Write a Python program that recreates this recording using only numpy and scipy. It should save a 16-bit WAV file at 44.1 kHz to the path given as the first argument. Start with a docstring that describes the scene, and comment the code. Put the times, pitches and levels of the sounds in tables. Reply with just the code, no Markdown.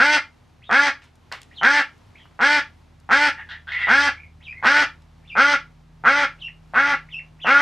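"""A paved, walled patio: a near duck quacks roughly every three quarters of a second, a hoarse one answers from afar.
Both voices are harmonics of membrane pulses, shaped by throat, windpipe and bill and roughened by noise.
Ducklings peep in gliding whistles; feet and bills patter as short noise bursts among plastic pots.
A distant motor hums in wavering sines under coloured-noise hiss and rumble; echoes and a noise tail make the patio."""
import sys
import numpy as np
from scipy import signal
from scipy.fft import rfft, irfft, next_fast_len
from scipy.io import wavfile
from scipy.ndimage import uniform_filter1d

SR = 44100
rng = np.random.default_rng(int(sys.argv[2]) if len(sys.argv) > 2 else 0)


def digitize_waveform(pressure):
    """Quantize a signal to 16-bit integers and store it at the path in sys.argv[1].

    Rows of a 2-D input are taken as channels; values are limited to [-1, 1].
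    """
    field = np.atleast_2d(pressure).T
    bounded = np.clip(field, -1, 1)
    quanta = np.round(bounded * 32767).astype(np.int16)
    wavfile.write(sys.argv[1], SR, quanta)


N = 335601

# spectrum of the outdoor hiss: freq_hz, density_db (per Hz, relative)
HISS_SPECTRUM = [(200, -3), (300, 2), (500, -1.5), (900, 1), (1500, -5), (2500, -8), (4000, -12),
                 (6300, -17.5), (8000, -23), (10000, -26), (12500, -30), (15000, -44.5)]
# width of hiss and rumble: freq_hz, side_minus_mid_db
AIR_WIDTH = [(60, -26.5), (100, -22.5), (170, -4), (280, 0.5), (460, -1.5), (770, -6.5), (1280, -8.5),
             (2140, -9.5), (3560, -9.5), (5940, -12)]
# spectrum of the low rumble: freq_hz, density_db (per Hz, relative)
RUMBLE_SPECTRUM = [(15, -41.5), (28, -21.5), (40, -8.5), (65, -10.5), (100, 5.5), (150, -5), (200, -12),
                   (300, -23), (600, -55.5)]
HISS_DB, RUMBLE_DB, RUMBLE_SWELL_DB = -61, -59, 1.5

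# motor hum lines, each swelling and sinking: freq_hz, loudest_db, loudest_at_s, sink_db_per_s, most_sink_db
HUM_LINES = [(42, -54, 6.5, 2, 17), (78.3, -48.5, 4, 6, 11.5), (130, -60, 6.2, 6, 7.5),
             (158.3, -52, 7.0, 2.5, 15.5), (241, -67.5, 6.0, .5, 3)]

# reflections from paving, wall and pots: delay_s, level_db
REFLECTIONS = [(.0027, -18), (.0089, -9.5), (0.0148, -6), (0.0207, -20)]
# the patio tail in the middle; bass escapes to the sky, treble is soaked up: freq_hz, level_db
TAIL_MID = [(150, -13), (400, -4.5), (900, -4), (1500, -1), (3000, 3.5), (8000, -5), (14000, -9.5)]
# the patio tail at the sides: freq_hz, level_db
TAIL_SIDE = [(100, -11.5), (280, -15), (770, -25.5), (2100, -16.5), (6000, -8.5), (12000, -6)]
TAIL_T60_S = 0.19

# feet and bills against pots and paving: start_s, level_db, centre_hz, t60_s
TAP_EVENTS = [(1.019, -39.5, 1470, 0.258), (1.039, -51, 3525, 0.1), (1.155, -56, 5480, .03),
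              (1.316, -19, 1060, 0.084), (1.324, -16.5, 2600, 0.0094), (1.324, -21, 1360, 0.2),
              (1.417, -32, 4230, 0.01), (1.431, -35, 4033, 0.013), (1.979, -60.5, 4840, .05),
              (2.255, -37, 900, 0.043), (2.31, -45.5, 1199, 0.041), (3.0, -53, 4510, 0.0277),
              (5.02, -50, 2975, 0.033)]

# peeps that flick up, slide to a held note that creeps up, then drop:
# start_s, flick_s, slide_s, hold_s, top_hz, held_hz, flick_db, held_db
HOOKED_PEEPS = [(1.511, 0.0506, 0.0327, 0.028, 4366, 2865, -54.5, -41.5),
                (4.404, 0.036, 0.0432, .035, 3910, 2320, -55.5, -38),
                (4.533, 0.011, 0.013, .028, 2280, 1987, -54, -43),
                (5.236, 0.048, 0.034, .04, 3720, 2330, -56, -41),
                (6.38, .024, .032, .036, 3950, 2650, -57, -38),
                (7.085, 0.024, 0.036, 0.041, 3750, 2594, -52.5, -38),
                (7.391, 0.025, 0.039, .05, 3615, 2660, -49, -35.5)]
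HOOK_FROM_HZ, HOOK_TO_HZ, DROP_S = 1650, 1600, 0.017
CREEP_RATIO = 1.09  # pitch at the end of the hold over the held note
SLIDE_SAG = 0.35  # share of the slide's height left halfway down
MID_FLICK_DB = -1.5  # against the ends of the flick
MID_SLIDE_DB, HOLD_END_DB, DROP_DB = -1, -0.5, -15  # against the held note
# peeps that rise, hold and fall: start_s, length_s, from_hz, top_hz, to_hz, level_db
ARCHED_PEEPS = [(0.62, .088, 1860, 3756, 2896, -51), (2.146, .1, 1487, 3330, 2700, -54.5),
                (2.172, .033, 1710, 2306, 1547, -57), (4.165, 0.09, 2020, 2433, 1971, -48.5)]
# course of an arched peep: length_share, height_share (of the way to the top), level_db
ARCH_COURSE = [(0, 0, -6.5), (.13, .45, 3.5), (.3, .88, -2.5), (.5, 0.98, -0.5), (.7, .85, -3),
               (1, 0.21, -2.5)]
# second and third harmonic of a peep: level_db
PEEP_HARMONICS_DB = [-28.5, -45]

# far duck, one list a call: time_s, pitch_hz, effort_db
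FAR_CALLS = [
    [(3.355, 172.5, -50.5), (3.375, 177, -34), (3.4, 177.3, -31), (3.44, 164, -66)],
    [(3.488, 158.7, -34), (3.52, 175.2, -28.5), (3.552, 181, -38.5), (3.58, 174, -61)],
    [(3.67, 150.3, -40.5), (3.69, 160.5, -26), (3.71, 168.5, -35.5), (3.722, 196, -22.5),
     (3.78, 204.2, -24.5), (3.84, 197.6, -22.5), (3.9, 187.2, -24)],
]
# bill brightness of each far call: start_db, end_db
FAR_BRIGHTNESS = [(-11, -23), (11.5, -14.5), (1, -4)]
# far duck's fixed resonances, windpipe then bill: centre_hz, width_hz, level_db
FAR_WINDPIPE_RESONANCES = [(290, 250, -34), (914.5, 100, -21), (1403, 80, -18), (2725, 230, -9.5)]
FAR_BILL_RESONANCES = [(3290, 460, -9.5), (4600, 610, -20.5)]
FAR_THROAT_WIDTH_HZ, FAR_CHEST_DB, FAR_ROUGH = 170, -29, 0.42
FAR_THROAT_HARMONIC = 10.1  # its throat resonance rides at this multiple of the pitch

# near duck, one row a quack: start_s, length_s, top_hz, glide_exponent, effort_db, bright_db, hoarse_factor,
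# throat_hz (widest), then throat strength: burst_db, dip_share (of length), dip_db, late_db
NEAR_QUACKS = [(-.033, 0.22, 302, 1.0, -13.5, 0, 0.81, 1662, 2, 0.41, -2.5, -4.5),
               (0.692, .21, 290.8, 1.02, -14, -1.5, 0.94, 1700, 2.5, 0.79, -7, -1.5),
               (1.612, 0.21, 293.4, 1.02, -14.5, -1, 1.14, 1724, 3.5, 0.57, -0.5, 0.5),
               (2.39, 0.21, 298.2, 0.91, -14, 0, 0.88, 1720, 1.5, 0.62, -4, -3),
               (3.09, 0.21, 296.9, .93, -14, -0.5, 1.1, 1680, 2, .45, -3, -2.5),
               (3.869, 0.23, 289.1, 1.01, -14, 0, 0.74, 1704, 2, 0.64, -1, 0),
               (4.625, 0.22, 296.7, 1.02, -14.5, 2.5, 1.3, 1650, 2, 0.79, -0.5, -1),
               (5.352, .209, 291.8, .93, -13, 1.5, .6, 1514, 1, .45, 0, 2),
               (6.037, 0.22, 291.4, .92, -15, -.5, 0.966, 1580, 3.5, 0.34, -3.5, 0.5),
               (6.735, 0.22, 289.2, .85, -16.5, -2, 1.055, 1588, 4, 0.45, -1.5, 0.5),
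               (7.445, 0.25, 290.4, 0.85, -13.5, -0.5, 1.03, 1534, -2.5, .3, 3.5, 2)]
# windpipe resonance under the second harmonic, one value a quack: low_db
NEAR_LOW_DB = [.5, -1.5, -2, 0, -.5, -3, -0.5, 1, 2, -2.5, 1]
# course of every quack: length_share, effort_db, opening (throat, 0-1), chest_db, bill_db, rough (0-1)
QUACK_COURSE = [(0, -14, 0.01, 2.5, -19.5, .13), (.04, -9.5, .15, -2.5, -8.5, .18),
                (.09, -3, 0.2, -7.5, -1.5, 0.3), (.17, 2, .55, 1, -1, .17), (.285, 0, .85, 0, 1, .05),
                (.49, -1, 0.6, -.5, 0, .06), (.66, .5, 1, -0.5, 1.5, 0.1), (.8, 0, 0.98, -4.5, 1, 0.11),
                (.91, -1.5, .75, 2.5, 0, 0.15), (1, -7, 0.3, 2, -0.5, .2)]
# pitch of every quack: length_share, top_pitch_share
PITCH_COURSE = [(0, .46), (.09, .64), (.15, .76), (.25, .885), (.35, .953), (.45, .977), (.65, .993),
                (.76, 1), (.86, .988), (1, .91)]
# near duck's fixed resonances, windpipe then bill: centre_hz, width_hz, level_db
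NEAR_WINDPIPE_RESONANCES = [(250, 250, -18), (880, 330, -10), (585, 200, -14), (2080, 420, -5.5)]
NEAR_BILL_RESONANCES = [(2997, 390, -13), (5010, 2000, -14.5), (6005, 210, -14.5), (7380, 3200, -22.5),
                        (12100, 5000, -35.5)]
NEAR_THROAT_WIDTH_HZ, SHUT_THROAT_HZ = 356, 1382
BURST_AT, DIP_TAKES, LATE_AT = 0.26, 0.28, 0.66  # shares of length
BURST_LIFT_DB = 2  # throat strength against the burst, just ahead of the dip

# narrow bands where both voices are weak: centre_hz, width_hz, depth (0-1)
VOICE_NOTCHES = [(579, 32, 0.3), (1206, 96, 0.7)]
# treble change as the duck turns away, near 2, 3, 5, 8 and 12 kHz: slope_db_per_s
TURN_AWAY = [0, -.6, -1.4, -2.5, -5]
TURN_S = 3.35  # the turn starts here
PULSE_SOFTNESS = 19  # harmonic above which the pulse fades
STEADY_HZ = 990  # the lowest harmonics do not flutter
RASP_HZ = 2570  # the treble above here is smeared and shredded
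RASP_PER_ROUGH = 1.5  # rougher moments shred the treble more
TOP_BILL_FACTOR = 0.9  # factor on bill brightness in the two highest bill resonances
CONTROL_STEP = 64  # samples between updates of the resonances

CUTOFF_HZ = 15500


def amp(db):
    """Decibels to gain."""
    return 10 ** (np.asarray(db) / 20)


def rms_one(x):
    """Scale to unit rms."""
    return x / np.sqrt(np.mean(x ** 2) + 1e-20)


def at_hz(points, hz):
    """Read a spectrum on a log-frequency axis."""
    point_hz, point_db = np.transpose(points)
    return np.interp(np.log(hz + 1), np.log(point_hz), point_db)


def colour(x, points):
    """Filter by a table of freq_hz, level_db."""
    size = next_fast_len(N)
    hz = np.arange(size // 2 + 1) * SR / size
    return irfft(rfft(x, size) * amp(at_hz(points, hz)), size)[..., :N]


def drift(rate_hz, size):
    """Random wavering: noise through a double one-pole low-pass, at unit rms."""
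    r = np.exp(-2 * np.pi * rate_hz / SR)
    run_in = SR // 2
    noise = rng.standard_normal(size + run_in)
    return rms_one(signal.lfilter([1], [1, -2 * r, r * r], noise)[run_in:])


def lowpass(x, hz):
    """Second-order low-pass run both ways, so it adds no delay."""
    return signal.sosfiltfilt(signal.butter(2, hz, fs=SR, output="sos"), x)


def call(rows, fade_s):
    """Sample positions of one call, its fade and its columns; the fade-out takes four times the fade-in."""
    s, *columns = np.transpose(rows)
    at = np.arange(max(round(s[0] * SR), 0), min(round(s[-1] * SR), N))
    t = at / SR
    fade_in = np.clip((t - s[0]) / fade_s, 0, 1)
    fade_out = np.clip((s[-1] - t) / (4 * fade_s), 0, 1)
    return at, fade_in * fade_out, [np.interp(t, s, c) for c in columns]


def air():
    """Outdoor hiss and a swelling low rumble: coloured noise, as mid and side."""
    white = rng.standard_normal((2, N))
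    hiss = colour(white, [(120, -40.0)] + HISS_SPECTRUM)
    hiss_reference = np.std(colour(white[0], [(120, -38)] + HISS_SPECTRUM))
    hiss_gain = amp(HISS_DB + 1.2 * drift(1.3, N))
    rumble = colour(white, RUMBLE_SPECTRUM)
    rumble_gain = amp(RUMBLE_DB + RUMBLE_SWELL_DB * drift(2.5, N))
    mid, side = hiss_gain * hiss / hiss_reference + rumble_gain * rumble / np.std(rumble)
    return np.array([mid, colour(side, AIR_WIDTH)])


def motor():
    """Distant hum: low sine lines whose pitch and strength waver."""
    t, out = np.arange(N) / SR, np.zeros(N)
    for hz, loudest_db, loudest_s, sink_db, most_sink_db in HUM_LINES:
        phase = 2 * np.pi * hz * np.cumsum(1 + 0.0087 * drift(1.5, N)) / SR
        level_db = loudest_db - np.minimum(sink_db * abs(t - loudest_s), most_sink_db)
        out += amp(level_db + 0.7 * drift(3.0, N)) * np.sqrt(2) * np.sin(phase)
    return out


def echoes(x):
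    """The sound and its first reflections; small surfaces return little bass."""
    out = x.copy()
    thin = signal.lfilter(*signal.butter(1, 900, "high", fs=SR), x)
    for delay_s, db in REFLECTIONS:
        delay = round(delay_s * SR)
        out[delay:] += amp(db) * thin[:-delay]
    return out / np.sqrt(1 + sum(amp(db) ** 2 for _, db in REFLECTIONS))


def patio(x):
    """Dense scattering between walls and pots: decaying noise tails, one for mid and one for side."""
    t = np.arange(SR // 2) / SR
    build_up = np.clip(t / 0.012, 0, 1)
    tail = rng.standard_normal((2, len(t))) * amp(-60 * t / TAIL_T60_S) * build_up
    tail = tail / np.sqrt(np.sum(tail[0] ** 2))
    mid, side = signal.fftconvolve(x[None], tail, axes=1)[:, :N]
    return np.array([colour(mid, TAIL_MID), colour(side, TAIL_SIDE)])


def taps():
    """Each tap is a dying noise burst, broadly coloured round its centre, with a faint bright edge."""
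    out, t = np.zeros(N), np.arange(SR // 5) / SR
    for start_s, db, hz, t60_s in TAP_EVENTS:
        burst = rng.standard_normal(len(t)) * amp(-60 * t / t60_s)
        band = signal.butter(2, [hz / 2, hz * 2], "band", fs=SR, output="sos")
        body = signal.sosfilt(band, burst)
        edge = amp(-25.5) * burst * amp(-60 * t / 0.018)
        start = round(start_s * SR)
        out[start:start + len(t)] += amp(db) * (body + edge)
    return out


def hook(start_s, flick_s, slide_s, hold_s, top_hz, held_hz, flick_db, held_db):
    """Pitch and level course of a hooked peep."""
    steps_s = [0, flick_s / 2, flick_s / 2, slide_s / 2, slide_s / 2, hold_s, DROP_S]
    mid_flick_hz = (HOOK_FROM_HZ + top_hz) / 2
    mid_slide_hz = held_hz + SLIDE_SAG * (top_hz - held_hz)
    hz = [HOOK_FROM_HZ, mid_flick_hz, top_hz, mid_slide_hz, held_hz, CREEP_RATIO * held_hz, HOOK_TO_HZ]
    db = [flick_db, flick_db + MID_FLICK_DB, flick_db,
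          held_db + MID_SLIDE_DB, held_db, held_db + HOLD_END_DB, held_db + DROP_DB]
    return np.transpose([start_s + np.cumsum(steps_s), hz, db])


def arch(start_s, length_s, from_hz, top_hz, to_hz, level_db):
    """Pitch and level course of an arched peep."""
    share, height, db = np.transpose(ARCH_COURSE)
    foot_hz = np.where(share < 0.5, from_hz, to_hz)
    pitch_hz = foot_hz + height * (top_hz - foot_hz)
    return np.transpose([start_s + share * length_s, pitch_hz, level_db + db])


def ducklings():
    """Gliding whistles, breathy when soft, with two faint overtones when loud."""
    out = np.zeros(N)
    peeps = [hook(*row) for row in HOOKED_PEEPS] + [arch(*row) for row in ARCHED_PEEPS]
    for rows in peeps:
        at, fade, (pitch_hz, level_db) = call(rows, fade_s=0.00058)
        phase = 2 * np.pi * np.cumsum(uniform_filter1d(pitch_hz, size=300)) / SR
        loud = np.clip(amp(level_db + 40.0), 0, 1)
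        overtones = sum(amp(db) * np.sin(order * phase)
                        for order, db in enumerate(PEEP_HARMONICS_DB, start=2))
        tone = np.sin(phase) + loud * overtones
        breath = 0.8 * (1 - loud) ** 2
        tone = tone * (np.sqrt(1 - breath ** 2) + breath * drift(250, len(at)))
        out[at] += fade * amp(level_db + 4.2 * drift(60, len(at))) * np.sqrt(2) * tone
    return out


def answer(rows, brightness_db):
    """Course of one far call, with the same controls as a quack."""
    bill_db = np.linspace(*brightness_db, len(rows))
    return [(s, hz, db, FAR_THROAT_HARMONIC * hz, 0, FAR_CHEST_DB, 0, bright_db, FAR_ROUGH)
            for (s, hz, db), bright_db in zip(rows, bill_db)]


def quack(start_s, length_s, top_hz, glide, effort_db, bright_db, hoarse, throat_hz,
          burst_db, dip_share, dip_db, late_db, low_db):
    """Course of one near quack: the shared course stretched and scaled."""
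    share = np.linspace(0, 1, num=41)
    at, *course = np.transpose(QUACK_COURSE)
    swell_db, opening, chest_db, bill_db, rough = [np.interp(share, at, c) for c in course]
    pitch_hz = top_hz * np.interp(share ** glide, *np.transpose(PITCH_COURSE))
    throat = SHUT_THROAT_HZ + opening * (throat_hz - SHUT_THROAT_HZ)
    # sorted times keep the levels in order: where two points cross, they trade times
    strength_at = np.sort([0, BURST_AT, dip_share - DIP_TAKES, dip_share, LATE_AT, 1])
    strength_db = [0, burst_db, burst_db + BURST_LIFT_DB, dip_db, late_db, 0]
    throat_db = np.interp(share, strength_at, strength_db)
    return np.transpose([start_s + share * length_s, pitch_hz, effort_db + swell_db, throat, throat_db,
                         chest_db, low_db + 0 * share, bill_db + bright_db, hoarse * rough])


def resonance(hz, centre_hz, width_hz):
    """Complex response of one resonance, 1 on top."""
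    return 1j * hz * width_hz / (centre_hz ** 2 - hz ** 2 + 1j * hz * width_hz)


def smear(x, share):
    """Three short all-pass loops spread each pulse over a few milliseconds without colouring it."""
    share = np.clip(share, 0, 0.8)
    for lag in (23, 41, 67):  # samples
        loop = np.r_[1, np.zeros(lag - 1), share]
        x = signal.lfilter(loop[::-1], loop, x)
    return x


def duck(calls, throat_width_hz, windpipe, bill, jitter, shimmer_hz, rasp):
    """A pulse per membrane cycle: harmonics weighted and phased by throat, windpipe and bill."""
    out, order = np.zeros(N), np.arange(1, 56)[:, None]
    for rows in calls:
        at, fade, controls = call(rows, fade_s=0.0014)
        pitch_hz, effort_db, throat_hz, throat_db, chest_db, low_db, bill_db, rough = controls
        rough = np.clip(rough, 0, 1)
        shred = np.clip(rasp + RASP_PER_ROUGH * rough, 0, 0.95)

        # uneven cycles blur the upper harmonics first
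        unevenness = jitter * rough * drift(130, len(at))
        phase = 2 * np.pi * (np.cumsum(pitch_hz) / SR - 0.1 + unevenness)

        # a nearly shut bill dulls the treble and lets the windpipe sound through
        nasal_db, *away_db = np.outer(TURN_AWAY, np.maximum(at / SR - TURN_S, 0))
        top_db = bill_db * TOP_BILL_FACTOR
        windpipe_db = [chest_db, -0.5 * bill_db, low_db, nasal_db]
        brightness_db = [bill_db + away_db[0], bill_db + away_db[1], bill_db + away_db[1],
                         top_db + away_db[2], top_db + away_db[3]]

        hz = order * pitch_hz[::CONTROL_STEP]
        throat = resonance(hz, throat_hz[::CONTROL_STEP], throat_width_hz) ** 2
        fixed = 0
        for (centre_hz, width_hz, db), gain_db in zip(windpipe + bill, windpipe_db + brightness_db):
            fixed = fixed + amp(db + gain_db[::CONTROL_STEP]) * resonance(hz, centre_hz, width_hz) ** 2

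        # the pulse fills a fixed share of its cycle, so slow pulses are dull
        source = 1 / (1 + 1j * order / PULSE_SOFTNESS) ** 4
        for centre_hz, width_hz, depth in VOICE_NOTCHES:
            source = source * (1 - depth * resonance(hz, centre_hz, width_hz))

        # levelled ahead of the throat strength, which therefore also changes the loudness
        loudness = np.sqrt(np.sum(abs(source * (throat + fixed)) ** 2, axis=0) / 2)
        weights = source * (amp(throat_db[::CONTROL_STEP]) * throat + fixed) / loudness
        held = np.repeat(weights, CONTROL_STEP, axis=1)[:, :len(at)]
        smooth_real = uniform_filter1d(held.real, size=CONTROL_STEP, axis=1)
        smooth_imag = uniform_filter1d(held.imag, size=CONTROL_STEP, axis=1)
        smooth = smooth_real + 1j * smooth_imag
        voice = np.sum(smooth * np.exp(1j * order * phase), axis=0).real

        # turbulent air makes the strength of the pulses flutter, and shreds their treble
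        steady = lowpass(voice, STEADY_HZ)
        flutter = np.sqrt(1 - rough ** 2) + rough * drift(shimmer_hz, len(at))
        voice = steady + (voice - steady) * flutter
        body = lowpass(voice, RASP_HZ)
        shredding = np.sqrt(1 - shred ** 2) + shred * drift(450, len(at))
        treble = smear(voice - body, share=0.56) * shredding
        out[at] += fade * amp(effort_db) * (body + treble)
    return out


def far_duck():
    """The hoarse answering voice: a narrow throat resonance that follows the pitch."""
    calls = [answer(rows, brightness) for rows, brightness in zip(FAR_CALLS, FAR_BRIGHTNESS)]
    return duck(calls, FAR_THROAT_WIDTH_HZ, FAR_WINDPIPE_RESONANCES, FAR_BILL_RESONANCES,
                jitter=0.042, shimmer_hz=108.3, rasp=0.05)


def near_duck():
    """The main quacking voice: a broad throat resonance that opens and closes with each quack."""
    calls = [quack(*row, low_db) for row, low_db in zip(NEAR_QUACKS, NEAR_LOW_DB)]
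    return duck(calls, NEAR_THROAT_WIDTH_HZ, NEAR_WINDPIPE_RESONANCES, NEAR_BILL_RESONANCES,
                jitter=0.14, shimmer_hz=150, rasp=0.3)


def scene():
    """Mix all sources in mid and side, then turn them into left and right."""
    peeps, knocks, far, near = ducklings(), taps(), far_duck(), near_duck()
    direct = echoes(near + peeps + amp(-3.0) * far) + knocks + motor()
    patio_send = amp(-4.5) * near + amp(-1.5) * far + amp(-4.5) * peeps + amp(-9.5) * knocks
    mid, side = air() + patio(patio_send)
    return np.array([direct + mid + side, direct + mid - side])


def record(dry):
    """A steep low-pass cuts the very top."""
    return signal.sosfilt(signal.cheby2(12, 60, CUTOFF_HZ, fs=SR, output="sos"), dry)


dry = scene()
out = record(dry)
digitize_waveform(out)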